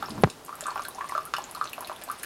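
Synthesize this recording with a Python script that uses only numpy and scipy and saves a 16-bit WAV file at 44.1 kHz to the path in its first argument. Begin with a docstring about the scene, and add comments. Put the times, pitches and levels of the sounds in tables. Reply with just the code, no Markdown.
"""A kitchen, microphone close to a steel sink, over steady room tone. From the start a thin stream
trickles from a spout into a part-filled glass held over the sink: trapped air bubbles plop and ring,
tiny ones chirp upward, spray ticks, and the sink and the room answer. A sleeve brushes the microphone
and bumps it at 0.24 s. The trickle thins near 0.4 s, then picks up, and from 0.6 s to the end
heavier drops now and then slap the water and throw spatter."""
import sys
import numpy as np
from scipy import signal
from scipy.fft import rfft, irfft
from scipy.io import wavfile
from scipy.ndimage import uniform_filter1d

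SR = 44100
rng = np.random.default_rng(int(sys.argv[2]) if len(sys.argv) > 2 else 0)


def log_audio(samples):
    """Write samples as a 16-bit WAV file to the path given in sys.argv[1]."""
    # one column per channel
    frames = np.atleast_2d(samples).T
    # limit to full scale, then quantise
    limited = np.clip(frames, -1, 1)
    pcm = np.round(limited * 32767).astype(np.int16)
    wavfile.write(sys.argv[1], SR, pcm)


N = 99225
TIME = np.arange(N) / SR
AGE = TIME[:SR // 10]   # seconds since an event began

# Levels are relative within each table.
# Spectrum of the kitchen's steady background: f/Hz, level/dB
ROOM_TONE_SPECTRUM = [(20, -11), (60, -5), (120, -4), (165, -1), (205, -4.5), (250, 0), (420, 0.5),
                      (550, -2.5), (800, 0.5), (1500, -7.5), (2200, -13.5), (5000, -14.5), (8000, -18.5),
                      (11000, -17.5), (15000, -26.5)]
# Echoes off the sink wall and counter: delay/ms, level/dB
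NEAR_ECHOES = [(5.1, -8.5), (6.9, -64), (11.7, -12.5), (14.4, -21.5)]
# Strength of the sleeve's rubbing: t/s, level/dB
RUB_ENVELOPE = [(0, -52), (.06, -46.5), (.11, -41), (.15, -37.5), (.2, -34.5), (.23, -39.5), (.27, -35),
                (.3, -64), (.36, -58), (.45, -75)]
# Spectrum of that rubbing: f/Hz, level/dB
RUB_SPECTRUM = [(25, -6), (80, -4.5), (130, -4), (200, 2), (320, -5), (600, -14.5), (1500, -25),
                (5000, -52), (15000, -52)]
# Knocks on the microphone: t/s, starting f/Hz, thud level/dB, decay/ms, click level/dB
MIC_KNOCKS = [(0.2362, 562, 6.5, 1.08, -6.5), (0.2392, 1020, -2.5, 1.02, -7.5),
              (0.24, 189.5, -9, 11.8, -34), (0.2399, 354, -16, 2.5, -35), (0.2441, 1150, 2, 0.46, -26),
              (0.2733, 326, -21.5, 2.6, -40)]
# Hollow resonances of glass and sink: f/Hz, width/Hz, level/dB
HOLLOW_MODES = [(638, 17.4, 7), (810, 12, 1), (1189, 34, -8.5), (1398, 21, 4), (1567, 38, 6), (1710, 38, 9),
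                (2365, 64, 6), (2563, 154, 4.5), (2960, 37, 7)]
# Broad treble peak that brightens the spray: f/Hz, width/Hz, level/dB
TREBLE_PEAK = [(10500, 990, -4)]
# Liveliness of the stream, driving its rush and faint bubbles: t/s, level/dB
LIVELINESS = [(0, 4.5), (.25, 1.5), (.42, -17), (.62, 6), (.85, 2), (.93, -1.5), (1.15, 6.5), (1.3, -5.5),
              (1.42, 2.5), (1.8, 1), (2.25, 3.5)]
# Spray drops striking water and glass: t/s, centre f/Hz, level/dB
SPRAY_DROPS = [(.0953, 9700, -28.5), (0.222, 10500, -27), (0.4495, 10800, -25), (.463, 9000, -28.5),
               (0.5544, 10500, -25), (0.6082, 7540, -15.5), (0.667, 7300, -17.5), (0.687, 10500, -30),
               (0.7578, 9900, -35), (.8356, 10500, -27.5), (.852, 11500, -27), (0.8843, 11700, -17),
               (.9482, 6800, -24.5), (1.089, 7300, -26), (1.0939, 9900, -23), (1.1783, 11100, -31),
               (1.2536, 10000, -19.5), (1.3383, 4440, -21.5), (1.3386, 10500, -28.5), (1.3669, 4700, -21.5),
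               (1.366, 11100, -28), (1.384, 10500, -25), (1.42, 4800, -29), (1.512, 9700, -21.5),
               (1.5488, 4730, -22.5), (1.5496, 10500, -25), (1.6954, 12000, -29), (1.7319, 10700, -20),
               (1.7325, 4340, -33), (1.808, 11000, -20.5), (1.873, 10500, -24), (1.9634, 11100, -31.5),
               (2.0152, 10500, -30), (2.0378, 10300, -18), (2.115, 11200, -19.5), (2.192, 12000, -36),
               (2.2249, 11000, -33), (2.232, 10500, -16.5), (2.235, 10500, -18)]
# Heavier drops slapping the surface: t/s, level/dB, decay/ms
HEAVY_DROPS = [(0.61, -36, 5), (1.3384, -20, 5.2), (1.3658, -29, 11), (1.561, -28, 2.9),
               (1.733, -29.5, 8.1), (1.809, -45, 1.8), (1.873, -30, 11), (2.0153, -29, 12),
               (2.2345, -23, 5.1)]
# Tiny bubbles that surface at once: t/s, starting f/Hz, level/dB
TINY_BUBBLES = [(0.104, 2860, -37.5), (0.299, 3280, -36.5), (0.637, 2980, -39.5), (0.704, 3240, -41.5),
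                (0.819, 4260, -42.5), (.849, 2950, -38.5), (1.6405, 3840, -40.5), (1.695, 3320, -47),
                (1.8052, 5960, -45.5), (2.196, 2970, -46)]
# Air bubbles trapped by the stream: t/s, starting f/Hz, level/dB, decay/ms
TRAPPED_BUBBLES = [(0.0251, 1218, -23.5, 3.9), (.027, 797, -29, 8.2), (0.042, 1230, -25, 0.85),
                   (.0585, 5270, -31.5, 1.75), (0.0851, 1020, -27, 2.4), (.179, 1000, -27, 2),
                   (0.2737, 1030, -29.5, 2.4), (0.4824, 1038, -35.5, 5.3), (.4927, 1057, -27.5, 3.6),
                   (0.5271, 1177, -31, 5.8), (0.6078, 1290, -24.5, 0.65), (.6262, 596, -36.5, 5.5),
                   (.657, 1150, -27.5, 4.9), (.667, 1196, -27, 5.2), (0.671, 1450, -34.5, 4.2),
                   (0.682, 1041, -25, 8.4), (.688, 1108, -30, 12), (.695, 780, -36.5, 6),
                   (0.7146, 934, -32, 8.3), (.7255, 1640, -45, 3), (0.7579, 1037, -23, 4.5),
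                   (.762, 810, -27, 4.1), (.764, 1375, -35, 3), (.7775, 1080, -20, 1),
                   (0.7946, 1115, -21.5, 3), (.798, 605, -34.5, 3.1), (0.8519, 1460, -31.5, 2.6),
                   (.884, 1022, -34, 5), (.908, 3760, -43, 3.2), (0.952, 754, -41, 7.8),
                   (.975, 790, -41.5, 14), (0.9843, 954, -29, 8), (1.0079, 1026, -26, 8.7),
                   (1.0107, 1750, -25.5, 1), (1.0432, 1050, -29.5, 5.3), (1.0952, 1037, -32.5, 7.9),
                   (1.0948, 1960, -34.5, 2.8), (1.1216, 1017, -22.5, 3.6), (1.1509, 1213, -20.5, 5.3),
                   (1.151, 579, -35, 9.6), (1.179, 560, -39.5, 4.9), (1.1787, 1132, -20, 5.5),
                   (1.2582, 1177, -37.5, 9.6), (1.3382, 1164, -14.5, 1.97), (1.3384, 2820, -33, 0.93),
                   (1.3656, 2784, -33, 3.7), (1.366, 1460, -30.5, 0.91), (1.366, 5200, -32.5, 2.7),
                   (1.384, 960, -18.5, 1.46), (1.39, 810, -30.5, 6.9), (1.405, 966, -34.5, 7.6),
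                   (1.4405, 6930, -21.5, 0.55), (1.4891, 964, -38, 4.7), (1.5511, 1167, -33, 7.5),
                   (1.5718, 934, -37, 13), (1.6123, 1166, -18, 5.6), (1.6554, 985, -22, 0.69),
                   (1.6557, 6000, -32, 1), (1.6741, 3900, -26, 0.89), (1.7326, 2680, -26, 1.05),
                   (1.7801, 1050, -26.5, 2.4), (1.782, 643, -35, 11), (1.8073, 957, -32.5, 6),
                   (1.8254, 1060, -26.5, 2), (1.83, 790, -36.5, 5.6), (1.8466, 3920, -26.5, 1.13),
                   (1.8965, 1126, -25.5, 2.4), (1.897, 615, -32.5, 5), (1.916, 946, -26, 3.3),
                   (2.018, 650, -41, 6), (2.0785, 710, -29.5, 1.6), (2.088, 1000, -32.5, 11),
                   (2.099, 1144, -27.5, 8.7), (2.105, 1413, -33.5, 2.8), (2.2341, 1700, -23.5, 0.84)]


def from_db(db):
    """Decibels to gain."""
    return 10 ** (np.asarray(db) / 20)


def add(out, s, sound):
    """Mix a sound in at s seconds."""
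    start = int(np.clip(round(s * SR), 0, N - 1))
    out[start:start + len(sound)] += sound[:N - start]


def filtered(x, hz, kind, order=2):
    """Butterworth filter."""
    edges = np.clip(hz, 10, .47 * SR)
    return signal.sosfilt(signal.butter(order, edges, kind, fs=SR, output="sos"), x)


def coloured_noise(spectrum):
    """Noise of rms 1 with the given spectrum."""
    hz, db = np.transpose(spectrum)
    bin_hz = np.maximum(np.arange(N // 2 + 1) * SR / N, 1)
    gain = from_db(np.interp(np.log(bin_hz), np.log(hz), db))
    noise = irfft(rfft(rng.standard_normal(N)) * gain, N)
    return noise / noise.std()


def glide(hz):
    """A sine that follows a pitch curve."""
    return np.sin(2 * np.pi * np.cumsum(hz) / SR)


def swell(attack_ms, decay_ms, shape):
    """A quick attack and a decay that steepens with age."""
    attack = 1 - np.exp(-1000 * AGE / attack_ms)
    return attack * np.exp(-np.minimum((1000 * AGE / decay_ms) ** shape, 40))


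def room_tone():
    """The kitchen's steady background noise, strongest in the lows and mids."""
    return from_db(-48.5) * coloured_noise(ROOM_TONE_SPECTRUM)


def reflections(t60_s, gap_s):
    """Dense reflections that die away after a gap; unit energy."""
    tail = rng.standard_normal(N) * from_db(-60 * TIME / t60_s) * (TIME > gap_s)
    return tail / np.linalg.norm(tail)


def kitchen_reverb(x):
    """What comes back to the microphone: treble scattered in the sink, near echoes, the room's tail."""
    sink_scatter = filtered(reflections(t60_s=0.044, gap_s=0), 3300, "high")
    room_tail = reflections(t60_s=0.22, gap_s=0.0059)
    response = from_db(-2.5) * sink_scatter + from_db(-6) * room_tail
    for delay_ms, db in NEAR_ECHOES:
        add(response, delay_ms / 1000, from_db([db]))
    return signal.fftconvolve(x, filtered(response, 12000, "low", order=1))[:N]


def resonances(x, modes):
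    """Ringing that the sound excites: one two-pole resonator per mode, in parallel."""
    out = np.zeros(N)
    for hz, width_hz, db in modes:
        radius = np.exp(-np.pi * width_hz / SR)
        feedback = [1, -2 * radius * np.cos(2 * np.pi * hz / SR), radius ** 2]
        ring = signal.lfilter([1, 0, -1], feedback, x + 1e-18)
        out += from_db(db) * (1 - radius ** 2) / 2 * ring
    return out


def sleeve():
    """Cloth right on the microphone: a low rustle, and knocks that are each a damped thud and a click."""
    sag_octaves_per_s, click_lag_s, mic_low_cut_hz = 69, 0.00045, 62
    out = from_db(np.interp(TIME, *np.transpose(RUB_ENVELOPE))) * coloured_noise(RUB_SPECTRUM)
    click = filtered((AGE == 0) + 1e-18, 2600, "low")
    for s, hz, db, decay_ms, click_db in MIC_KNOCKS:
        pitch = hz * 2 ** (-sag_octaves_per_s * AGE)   # drops as the contact relaxes
        thud = -glide(pitch) * swell(attack_ms=0.41, decay_ms=decay_ms, shape=1.6)
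        add(out, s, from_db(db) * thud)
        add(out, s + click_lag_s, from_db(click_db) * click / click.max())
    return filtered(out, mic_low_cut_hz, "high")


def stream_rush():
    """The stream's soft rush, which drops away in the lulls."""
    rush = filtered(rng.standard_normal(N), (500, 3170), "band")
    level_db = -55 + 0.78 * np.interp(TIME, *np.transpose(LIVELINESS))
    return from_db(level_db) * rush / rush.std()


def bubble(hz, decay_ms):
    """Trapped air rings as a dying sine, rising in pitch as it nears the surface."""
    rise_per_s, rise_limit = 14.5, 0.45   # fractions of the starting pitch
    pitch = hz * (1 + rise_limit * np.tanh(rise_per_s * AGE / rise_limit))
    return glide(pitch) * swell(attack_ms=0.48, decay_ms=decay_ms, shape=1.44)


def faint_bubbles(per_s, base_db, spread_db, low_hz, high_hz, cycles):
    """Random bubbles that ring for a few cycles, louder when the stream is lively."""
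    out, s = np.zeros(N), 0
    for wait, pitch_draw, strength in rng.random((900, 3)):
        s -= np.log(1 - wait) / per_s   # Poisson arrivals
        if s < N / SR:
            hz = low_hz * (high_hz / low_hz) ** pitch_draw
            db = base_db + np.interp(s, *np.transpose(LIVELINESS))
            db += spread_db * min(-np.log(1 - strength), 3)   # a few stand out
            add(out, s, from_db(db) * bubble(hz, decay_ms=1000 * cycles / hz))
    return out


def spray_ticks():
    """Each spray drop lands as a pinprick click and a brief fizz, in a band around its own pitch."""
    decay_s, width_octaves = 0.00065, 0.66
    out = np.zeros(N)
    fade = np.exp(-np.minimum(AGE / decay_s, 40))
    for s, hz, db in SPRAY_DROPS:
        fizz = from_db(2) * rng.standard_normal(len(AGE)) * fade / np.linalg.norm(fade)
        band_hz = hz * 2 ** (np.array([-.5, .5]) * width_octaves)
        tick = filtered((AGE == 0) + fizz, band_hz, "band")
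        add(out, s, from_db(db + 3) * tick / np.linalg.norm(tick))
    return out


def spatter():
    """A heavy drop slaps the water and throws a quickly dying shower of droplets, each a broad click."""
    droplets_per_s, spread_db = 700, 7.5
    out = np.zeros(N)
    click = filtered(1.0 * (AGE[:SR // 200] == 0), (1760, 5200), "band")
    for s, db, decay_ms in HEAVY_DROPS:
        age = 0
        for wait, size, polarity in rng.random((20, 3)):
            droplet_db = db - 5 + spread_db * (2 * size - 1.5)
            gain = from_db(droplet_db) * np.exp(-1000 * age / decay_ms)
            add(out, s + age, np.sign(polarity - .5) * gain * click / click.max())
            age -= np.log(1 - wait) / droplets_per_s
    return out


def chirps():
    """Tiny surfacing bubbles swell and fade in a few milliseconds as their pitch shoots up unevenly."""
    peak_s, octaves_per_s, wobble_octaves = 0.00183, 298, 0.353
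    out, t = np.zeros(N), AGE[:SR // 100]
    envelope = t / peak_s * np.exp((1 - (t / peak_s) ** 2) / 2)
    for s, hz, db in TINY_BUBBLES:
        wobble = uniform_filter1d(rng.standard_normal(len(t)), size=16)
        octaves = octaves_per_s * t + wobble_octaves * wobble / wobble.std()
        pitch = np.minimum(hz * 2 ** octaves, SR / 2)
        add(out, s, from_db(db + 4.5) * glide(pitch) * envelope)
    return out


def plops():
    """The clear bubbles in the foreground, each with a small splash as the water closes over it."""
    splash_decay_s = 0.0016
    out = np.zeros(N)
    for s, hz, db, decay_ms in TRAPPED_BUBBLES:
        hiss = filtered(rng.standard_normal(len(AGE)), (1620, 6000), "band")
        splash = from_db(-22) * hiss / hiss.std() * np.exp(-AGE / splash_decay_s)
        add(out, s, from_db(db + 2.5) * (bubble(hz, decay_ms) + splash))
    return out


def scene():
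    """One microphone by the sink: the kitchen behind, the glass close up, the sleeve touching it."""
    background = room_tone() + stream_rush()
    fizz = faint_bubbles(per_s=110, base_db=-39.5, spread_db=3.5, low_hz=3160, high_hz=15300, cycles=2.14)
    crackle = faint_bubbles(per_s=48, base_db=-37, spread_db=3.5, low_hz=8440, high_hz=15200, cycles=3.9)
    burble = faint_bubbles(per_s=70, base_db=-47, spread_db=1.5, low_hz=626, high_hz=1620, cycles=1.85)
    water = plops() + chirps() + spray_ticks() + spatter() + fizz + crackle + burble
    water = water + resonances(water, HOLLOW_MODES) + resonances(water, TREBLE_PEAK)
    cloth = sleeve()
    reverb = kitchen_reverb(water + from_db(-18.5) * cloth)   # little of the sleeve reaches the room
    return (background + reverb + cloth + water)[None]


def record(dry):
    """A steep low-pass cuts the top above 15.8 kHz."""
    return signal.sosfilt(signal.ellip(10, .1, 80, 15800, fs=SR, output="sos"), dry)


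dry = scene()
out = record(dry)
log_audio(out)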